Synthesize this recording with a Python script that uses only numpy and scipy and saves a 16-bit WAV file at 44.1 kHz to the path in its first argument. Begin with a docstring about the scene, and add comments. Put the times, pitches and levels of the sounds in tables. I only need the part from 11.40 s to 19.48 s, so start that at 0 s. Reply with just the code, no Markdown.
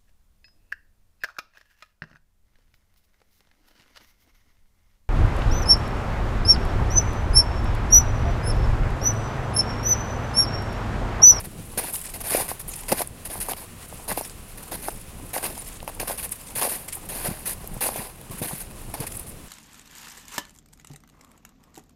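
"""Boots crunch up a road of cold packed snow as hikers walk with poles, the nearest with the microphone.
Heel, sole and toes crush the crust by brittle fracture, in bursts of tiny clicks, and pockets of snow
collapse with dull pops. Nylon swishes by friction, and stick-slip of snow or nylon gives short squeaks.
Pole tips tick on ice, and soft bumps, a faint wind rumble and the hiss of open air lie underneath."""
import sys
import numpy as np
from scipy import signal
from scipy.fft import rfft, irfft
from scipy.io import wavfile
from scipy.ndimage import uniform_filter1d

SR = 44100
rng = np.random.default_rng(int(sys.argv[2]) if len(sys.argv) > 2 else 0)


def transcribe(signal):
    """Save signal, clipped to [-1, 1], as a 16-bit WAV file at the path in sys.argv[1]."""
    frames = np.atleast_2d(signal).T
    limited = np.clip(frames, -1, 1)
    pcm = np.round(limited * 32767).astype(np.int16)
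    wavfile.write(sys.argv[1], SR, pcm)


N = 356328
TAPS = 2 ** 11  # samples in an impulse response


def amp(db):
    """Amplitude ratio of a level in decibels."""
    return 10 ** (np.asarray(db) / 20)


def unit(x):
    """Normalisation to an RMS of 1."""
    return x / np.sqrt(np.mean(x ** 2) + 1e-20)


def gain_at(spectrum, hz):
    """Gain of a spectrum, interpolated on a log-frequency axis."""
    f, db = np.transpose(spectrum)
    return amp(np.interp(np.log(hz + 1), np.log(f + 1), db))


def add(mix, s, sound):
    """Superposition: a sound joins the mix at s seconds."""
    part = mix[max(round(s * SR), 0):][:len(sound)]
    part += sound[:len(part)]


def wander(size, rate_hz):
    """Random modulation of unit variance, linear between knots."""
    position = np.arange(size) * rate_hz / SR + rng.random()
    count = int(position[-1]) + 2
    return np.interp(position, np.arange(count), rng.standard_normal(count)) * np.sqrt(3 / 2)


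def ring(spectrum, band, order=12):
    """Minimum-phase impulse response, of energy 1, of one band of a spectrum."""
    hz = np.fft.rfftfreq(TAPS, 1 / SR)
    skirts = np.sqrt((1 + (band[0] / (hz + 1)) ** order) * (1 + (hz / band[1]) ** order))
    gain = gain_at(spectrum, hz) / skirts
    log_gain = np.log(np.maximum(gain / gain.max(), 1e-4))
    log_transfer = signal.hilbert(np.r_[log_gain, log_gain[-2:0:-1]]).conj()
    response = np.fft.ifft(np.exp(log_transfer)).real
    return response / np.linalg.norm(response)


def grains(size, per_s, spread_db):
    """Poisson process of clicks: many small ones and a few large."""
    sizes = amp(spread_db * np.minimum(rng.exponential(1, size), 4))
    return sizes * rng.choice([-1, 1], size) * (rng.random(size) < per_s / SR)


# Treble, middle and body bands of the grains: lower f/Hz, upper f/Hz
GRAIN_BANDS = [(7000, 20000), (1300, 7000), (200, 1300)]


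def strokes(rows, spectra, per_s, spread_db, slip_hz, slip_db, release_s, patchy_db,
            build_db=-6, build_s=0.0033, trickle_db=-13, trickle_s=0.042, lead_s=0.012):
    """Shot noise: bursts of grains in three bands, clumped by shared slips and by each band's own."""
    drives = np.zeros((len(GRAIN_BANDS), N))
    for start, end, rise_s, swell_db, *levels_db in rows:
        length = max(end - start, 0.005)
        t = np.arange(-min(lead_s, abs(start)), length + 4 * trickle_s, 1 / SR)
        shape = amp(swell_db * np.clip(t / length, 0, 1)) * (1 + np.tanh(t / rise_s))
        shape *= amp(build_db * np.exp(-np.maximum(t, 0) / build_s))  # the load builds after contact
        lifted = np.maximum(t - length + release_s / 2, 0)
        shape *= np.exp(-lifted / release_s) + amp(trickle_db) * np.exp(-lifted / trickle_s)
        shape *= amp(slip_db * wander(len(t), slip_hz))
        for drive, db, rate in zip(drives, levels_db, per_s):
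            clicks = grains(len(t), rate, spread_db)
            burst = unit(shape * clicks * amp(patchy_db * wander(len(t), slip_hz)))
            add(drive, start + t[0], amp(db) * np.sqrt(length * SR / len(t)) * burst)
    return sum(signal.oaconvolve(drive, ring(spectrum, band))[:N]
               for drive, spectrum, band in zip(drives, spectra, GRAIN_BANDS))


def press(start, length, db, depth_db, swell_db, rise_s=0.0033):
    """Compaction, as one stroke: the deeper the boot sinks, the more grit and packing under the fizz."""
    grit_db = db - 5 + 0.42 * depth_db
    return start, start + length, rise_s, swell_db, db, grit_db, db + depth_db


# Boots skimming the crust: start t/s, duration/s, fizz level/dB, depth/dB (dull packing re fizz)
BOOT_SCUFFS = [(0, 0.015, -36.5, -10), (0.04, 0.024, -38.5, -7.5), (0.737, 0.031, -35, -7.5),
               (0.804, 0.017, -33.5, -9), (1.081, 0.041, -32, -9), (1.11, .05, -42, -12),
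               (1.194, 0.025, -35, -13.5), (1.482, 0.032, -31, -5.5), (1.85, 0.027, -34.5, -10.5),
               (1.898, 0.095, -37.5, -6.5), (2.164, .09, -42, -5), (3.082, 0.052, -49, -10),
               (3.174, 0.013, -41, -6), (3.225, 0.016, -39.5, -12), (4.48, 0.024, -41, -3),
               (4.776, 0.044, -33.5, -13.5), (4.827, 0.036, -31, -13), (5.287, 0.079, -31, -12),
               (5.368, 0.096, -42.5, -9.5), (5.972, 0.1, -45, -6), (6.056, 0.081, -29, -14),
               (6.199, 0.18, -54, 2), (6.908, 0.029, -41.5, -7), (6.982, 0.024, -38, -15),
               (7.202, 0.026, -33.5, -21), (7.602, 0.0056, -26.5, -18), (7.667, 0.014, -30.5, -15)]
# Heels breaking the crust: start t/s, duration/s, fizz level/dB, depth/dB, swell from start to end/dB
HEEL_STRIKES = [(.375, 0.027, -24.5, -7, -4.5), (.836, .056, -32, -8, 6), (1.517, 0.021, -25, -1.5, -16),
                (2.001, 0.034, -29, -15.5, -5), (2.678, 0.052, -30, -6.5, 0), (3.313, 0.046, -34, -2, 2),
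                (3.932, 0.054, -30.5, -6, 0.5), (4.597, 0.042, -32.5, -4, -14),
                (5.152, 0.052, -28, -9.5, -1), (5.688, 0.16, -34.5, -7.5, -1),
                (6.407, 0.083, -26, -8.5, -3.5), (7.016, .049, -31.5, -6, -1), (7.538, .018, -33.5, -2, -8)]
# Soles taking the weight: start t/s, duration/s, fizz level/dB, depth/dB, swell/dB, toe roll/s
SOLE_LOADS = [(0.425, 0.084, -34.5, -6.5, -1, 0.0085), (0.895, 0.13, -26, -8, -2, 0.047),
              (1.569, 0.056, -29, -6.5, 3.5, .005), (2.081, 0.041, -30, -7.5, 1, 0.017),
              (2.77, 0.031, -30.5, -9.5, -11, 0.07), (3.418, 0.076, -36.5, -9, 2, 0.04),
              (4.025, .046, -29, -4.5, 0.5, 0.066), (4.672, 0.059, -31.5, -6, -4, 0.039),
              (5.211, .07, -26, -4.5, -11, 0.092), (5.843, 0.04, -29.5, -3.5, -3, 0.092),
              (6.556, 0.12, -36.5, -4.5, -7.5, .045), (7.07, 0.15, -36, -12.5, -9.5, 0.049),
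              (7.601, 0.043, -38.5, 1.5, 2, .01)]


def footwork(arch_db=-12, roll_db=-11):
    """Load transfer: each step lands on the heel, tips onto the sole and rolls off; boots also scuff."""
    rows = [press(*scuff, swell_db=-7, rise_s=0.0014) for scuff in BOOT_SCUFFS]
    for heel, sole in zip(HEEL_STRIKES, SOLE_LOADS):
        heel_s, heel_length, heel_db = heel[:3]
        sole_s, sole_length, sole_db, depth_db, swell_db, roll_s = sole
        arch_s = heel_s + heel_length
        rows += [press(*heel, rise_s=0.00069),  # the heel bites at once
                 press(arch_s, sole_s - arch_s, heel_db + arch_db, depth_db, swell_db=0),
                 press(sole_s, sole_length, sole_db, depth_db, swell_db),
                 press(sole_s + sole_length, roll_s, sole_db + roll_db, depth_db, swell_db=-6)]
    return rows


# Spectrum of snapping ice bonds: f/Hz, relative level/dB
ICE_SPECTRUM = [(2940, -34), (5000, -1.5), (5900, -7.5), (6530, -5.5), (7600, -11), (9410, 2.5), (10300, 3),
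                (13500, -3.5), (15000, -9.5), (16000, -24)]
# Spectrum of breaking snow clumps: f/Hz, relative level/dB
SNOW_SPECTRUM = [(120, -19.5), (200, -5.5), (683, 1), (1080, -2), (1290, -13), (1500, -7.5), (2760, -9),
                 (3020, -14.5), (5060, -11.5), (5620, -17.5), (6540, -19.5), (7500, -16.5), (9750, -48),
                 (16500, -120)]


def crunch():
    """Brittle fracture: ice bonds snap by the thousand; larger clumps break more seldom, and lower."""
    return strokes(footwork(), [ICE_SPECTRUM, SNOW_SPECTRUM, SNOW_SPECTRUM], per_s=[10000, 5000, 1700],
                   spread_db=3.5, slip_hz=256, slip_db=1.0, release_s=0.0033, patchy_db=0.2)


def crumbs(level_db=-56, snow_db=-2):
    """Sparse shot noise: loose crumbs and the steps of the walkers ahead keep up a faint crackle."""
    clicks = grains(N, per_s=900, spread_db=3.5) * amp(3.5 * wander(N, 90) + 3 * wander(N, 12))
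    colour = ring(ICE_SPECTRUM, GRAIN_BANDS[0]) + amp(snow_db) * ring(SNOW_SPECTRUM, (300, 7000))
    return amp(level_db) * unit(signal.oaconvolve(clicks, colour)[:N])


def shifting_gaps(x, depth_db=2.0, frame_count=9, bin_count=4):
    """Cavity resonance: the gaps under a sole keep changing shape, so small peaks come and go."""
    frames = dict(nperseg=256, noverlap=192)
    spectrogram = signal.stft(x, **frames)[2]
    patches = uniform_filter1d(rng.standard_normal(spectrogram.shape), bin_count, axis=0)
    patches = unit(uniform_filter1d(patches, frame_count, axis=1))
    return signal.istft(spectrogram * unit(amp(depth_db * patches)), **frames)[1][:N]


def swaying_noise(spectrum, db, sway_db, sway_hz):
    """Amplitude modulation: coloured noise whose level sways at random."""
    colour = gain_at(spectrum, np.fft.rfftfreq(N, 1 / SR))
    noise = irfft(rfft(rng.standard_normal(N)) * colour, N)
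    return amp(db) * unit(noise * amp(sway_db * wander(N, sway_hz)))


# Spectrum of the low rumble: f/Hz, relative level/dB
RUMBLE_SPECTRUM = [(10, -16), (20, -4), (30, 4.5), (40, -11), (60, -6), (120, -10), (190, -11.5),
                   (280, -17.5), (500, -21), (800, -25.5), (1400, -44), (2000, -82), (3000, -110)]
# Course of the gusts: t/s, level/dB
GUST_LEVELS = [(0, -42), (.6, -41.5), (1.5, -41.5), (2.3, -43), (3.5, -41.5), (4.5, -42), (5.3, -44),
               (5.85, -40.5), (6.3, -41), (6.75, -44.5), (7.05, -42), (7.5, -39), (8.08, -41.5)]


def wind():
    """Turbulence: the fluctuating pressure of wind on the microphone makes a rumble."""
    gust_db = np.interp(np.arange(N) / SR, *np.transpose(GUST_LEVELS))
    return swaying_noise(RUMBLE_SPECTRUM, gust_db, sway_db=1.5, sway_hz=18)


# Spectrum of the open-air hiss: f/Hz, relative level/dB
AIR_SPECTRUM = [(590, -51), (1000, 1), (1670, -5), (1770, -3.5), (2330, -5), (2530, -2.5), (3270, -7),
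                (5190, -10), (6330, -9.5), (9830, -3.5), (16000, -15)]


def air():
    """Broadband ambient noise: a faint hiss whose level flickers."""
    return swaying_noise(AIR_SPECTRUM, db=-48.5, sway_db=1.6, sway_hz=24.63)


# Bumps of carried gear and heavy footfalls: t/s, level before gain/dB, f/Hz
SOFT_BUMPS = [(.074, -37, 128.4), (0.198, -37, 200), (.378, -36, 228), (1.014, -34, 163), (1.526, -24, 214),
              (2.72, -30, 197.6), (3.835, -34.5, 164.6), (5.888, -28.5, 142.7), (5.916, -30.5, 189),
              (6.321, -30.5, 196), (6.37, -37, 165), (6.595, -33, 153.7), (6.908, -34, 143),
              (6.942, -33.5, 168), (7.023, -26.5, 193), (7.063, -34.5, 174), (7.137, -33.5, 178),
              (7.489, -33.5, 154), (7.608, -31.5, 178)]


def bumps(width_s=0.003, gain_db=3, waver=0.23, shudder_db=-7, shudder_s=0.012, thud_hz=201):
    """Soft impact: a long contact gives only low frequencies, a couple of swings amid a dull shudder."""
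    out, t = np.zeros(N), np.arange(-TAPS, TAPS) / SR
    dull = ring(RUMBLE_SPECTRUM, (110, 420))
    thuds = [(s + 0.02, db - 16, thud_hz) for s, _, db, *_ in SOLE_LOADS]  # every sole also thuds
    for s, db, hz in SOFT_BUMPS + thuds:
        turns = np.cumsum(hz * (1 + waver * wander(len(t), 265))) / SR + rng.random()
        swing = np.exp(-(t / width_s) ** 2 / 2) * np.sin(2 * np.pi * turns)
        rumble = unit(signal.fftconvolve(rng.standard_normal(len(t)), dull)[:len(t)])
        shudder = amp(shudder_db) * rumble * np.exp(-(t / shudder_s) ** 2)
        add(out, s + t[0], amp(db + gain_db) * (swing + shudder))
    return out


# Strokes of rubbing sleeves: start t/s, duration/s, treble level/dB, middle re treble/dB
SLEEVE_RUBS = [(0.527, 0.038, -28, -8), (0.563, 0.15, -40.5, -1.5), (1.277, .07, -38.5, -3),
               (1.35, .1, -42, -2), (2.422, 0.22, -52, -1), (2.846, 0.072, -47, 3), (3.495, 0.13, -47, -3),
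               (4.14, 0.085, -43.5, -1.5), (4.245, 0.046, -42, -1.5), (4.311, 0.061, -51.5, 4),
               (4.914, 0.01, -26, -9.5), (4.982, 0.18, -51.5, 3), (5.476, 0.016, -37, 1.5),
               (5.521, 0.054, -35, -5), (7.701, 0.13, -37.5, -9.5), (7.864, 0.065, -43, -7)]
# Brush of the trouser legs: treble level/dB, middle level/dB, body level/dB
LEG_LEVELS = [-50, -56.5, -53]
# Spectrum of rubbing nylon: f/Hz, relative level/dB
NYLON_SPECTRUM = [(180, -40), (300, -10), (494, -3), (528, -11.5), (762, -2), (1610, -11.5), (2170, -7),
                  (4750, -12), (5160, -7.5), (5700, -13), (6520, -8), (7200, -3), (9710, 14), (12900, 8.5),
                  (16000, -6)]


def clothing(sleeve_rise_s=0.004, sleeve_swell_db=-3, body_db=-9.5, leg_rise_s=0.0026, leg_swell_db=9.5):
    """Sliding friction: nylon threads flick over each other so densely that they blur into a hiss."""
    sleeves = [(s, s + length, sleeve_rise_s, sleeve_swell_db, db, db + mid_db, db + mid_db + body_db)
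               for s, length, db, mid_db in SLEEVE_RUBS]
    # the legs brush past each other just before each heel lands
    legs = [(s - 0.16, s - 0.02, leg_rise_s, leg_swell_db, *LEG_LEVELS) for s, *_ in HEEL_STRIKES]
    return strokes(sleeves + legs, [NYLON_SPECTRUM] * 3, per_s=[14000, 10000, 4000],
                   spread_db=5.5, slip_hz=123.3, slip_db=2.1, release_s=0.0083, patchy_db=4.0)


# Pockets of snow giving way: t/s, peak level of the push/dB, f/Hz, crust crack re push/dB
SNOW_POCKETS = [(0.3764, -20.5, 540, -3), (.9498, -8, 507, -19), (1.003, -18, 660, -15),
                (1.1162, -17, 776, -30), (1.52, -14, 910, -8), (1.5234, -10.5, 650, -23),
                (1.527, -8, 540, -7.5), (1.6073, -15.5, 630, -30), (1.6185, -16, 720, -3),
                (1.9564, -23, 785, -27), (2.087, -17.5, 780, -17), (2.1183, -20.5, 720, -15),
                (2.1356, -24, 870, -6), (2.5271, -28, 700, -19), (2.7169, -17, 746, -25),
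                (2.7766, -13, 660, -19), (2.8116, -19, 656, -6), (3.4851, -13, 764, -13.5),
                (3.9655, -14.5, 710, -22), (4.1789, -26.5, 790, -4), (4.4293, -26.5, 680, -6),
                (4.4787, -18.5, 790, -8), (4.4985, -26, 800, -13), (4.6312, -20, 590, -17),
                (4.6995, -18.5, 646, -17), (4.7099, -17.5, 710, -17), (5.225, -17.5, 818, -25),
                (5.2538, -15, 696, -30), (6.2441, -27.5, 640, -11), (6.3664, -29, 625, -30),
                (6.4904, -16.5, 765, -30), (6.56, -21, 610, -21), (7.0184, -21.5, 422, -20),
                (7.112, -23, 790, -30)]


def pops(lead_s=0.00386, cycles=0.43, settle_db=-16, settle_s=0.0046, crack_s=0.00092):
    """Cavity collapse: a pocket cracks and expels one short push of air, then the loose snow settles."""
    out, t = np.zeros(N), np.arange(TAPS) / SR - lead_s
    body, ice = ring(SNOW_SPECTRUM, GRAIN_BANDS[2]), ring(ICE_SPECTRUM, (3000, 16000))
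    for s, db, hz, crack_db in SNOW_POCKETS + small_pockets():
        push = np.exp(-(t * hz / cycles) ** 2 / 2) * np.cos(2 * np.pi * hz * t + rng.normal(0, 0.69))
        rubble = amp(settle_db) * rng.standard_normal(TAPS) * (t > 0) * np.exp(-abs(t) / settle_s)
        crack = amp(crack_db) * rng.standard_normal(TAPS) * np.exp(-abs(t) / crack_s)
        debris = signal.fftconvolve(rubble, body) + signal.fftconvolve(crack, ice)
        add(out, s - lead_s, amp(db) * (push + debris[:TAPS]))
    return out


def small_pockets(per_s=18, over_packing_db=5, spread_db=3.5, hz=685, spread_octaves=0.12, crack_db=-15):
    """Failure under load: small pockets give way at random, louder as a sole packs the snow harder."""
    return [(start + length * (1 + when) / 2, db + depth_db + over_packing_db + spread_db * size,
             hz * 2 ** (spread_octaves * pitch), crack_db)
            for start, length, db, depth_db, *_ in SOLE_LOADS
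            for when, size, pitch in rng.uniform(-1, 1, (round(length * per_s), 3))]


# Pole tips striking ice: t/s, peak level/dB, centre f/Hz, bandwidth/octaves
POLE_STRIKES = [(.615, -17, 10500, 0.51), (1.674, -20, 10000, .3), (2.134, -24.5, 2570, 1.1),
                (2.897, -26.5, 3500, 3.1), (4.403, -32, 2960, 0.68), (4.477, -24, 2470, 0.45),
                (4.6, -18, 5200, 1.4), (4.893, -23, 10000, 0.52), (6.275, -19, 11500, 0.51),
                (7.182, -23, 14000, .4)]


def poles(decay_s=0.001):
    """Hard impact: a tip chips the ice in a millisecond or two, so the tick is bright."""
    out, t = np.zeros(N), np.arange(TAPS) / SR
    for s, db, hz, octaves in POLE_STRIKES:
        edges = np.minimum(hz * 2 ** (np.array([-0.5, 0.5]) * octaves), SR / 2 - 1)
        chip = rng.standard_normal(TAPS) * np.exp(-t / decay_s)
        tick = signal.sosfilt(signal.butter(2, edges, "bandpass", fs=SR, output="sos"), chip)
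        add(out, s, amp(db) * tick / abs(tick).max())
    return out


# Short rough squeaks of snow and of rubbing nylon:
# centre t/s, half duration/s, f/Hz, glide/(octaves/s), level before gain/dB
SQUEAKS = [(0.944, 0.035, 2260, 3, -35), (1.322, 0.038, 6600, -3.5, -44), (2.714, .011, 1770, -2, -31.5),
           (2.84, 0.015, 5370, -10, -43), (3.485, 0.0033, 1500, 0, -31), (3.96, .006, 2110, 0, -35),
           (4.196, .022, 9540, -2, -35.5), (4.6, 0.0069, 2454, -5, -33.5), (4.796, 0.014, 2500, -5.5, -40)]


def squeaks(jitter_hz=260, gain_db=3):
    """Stick-slip: for a moment snow or nylon catches and slides in step, giving a rough little squeak."""
    out = np.zeros(N)
    for s, half_s, hz, glide, db in SQUEAKS:
        t = np.arange(-half_s, half_s, 1 / SR)
        turns = np.cumsum(hz * 2 ** (glide * t) + jitter_hz * wander(len(t), 890)) / SR
        add(out, s - half_s, amp(db + gain_db) * np.hanning(len(t)) * np.sin(2 * np.pi * turns))
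    return out


def turn_away(x, at_s=7.1, edge_hz=11000, shade_db=-3):
    """Acoustic shadow: the microphone swings off the path and its casing shades the top treble."""
    treble = signal.sosfiltfilt(signal.butter(3, edge_hz, "highpass", fs=SR, output="sos"), x)
    turned = np.arange(N) / SR >= at_s
    return x + treble * turned * (amp(shade_db) - 1)


def scene():
    """Free field: steps, clothing and poles add in open air, with no walls to echo."""
    background = wind() + air()
    walkers = shifting_gaps(crunch() + clothing() + crumbs()) + pops() + squeaks() + bumps() + poles()
    return (turn_away(walkers) + background)[None]


def record(dry):
    """Band limiting: a linear-phase low-pass at 16 kHz."""
    lowpass = signal.firwin(401, 16000, window=("kaiser", 8), fs=SR)
    return signal.oaconvolve(dry, lowpass[None], "same")


dry = scene()
out = record(dry)
transcribe(out)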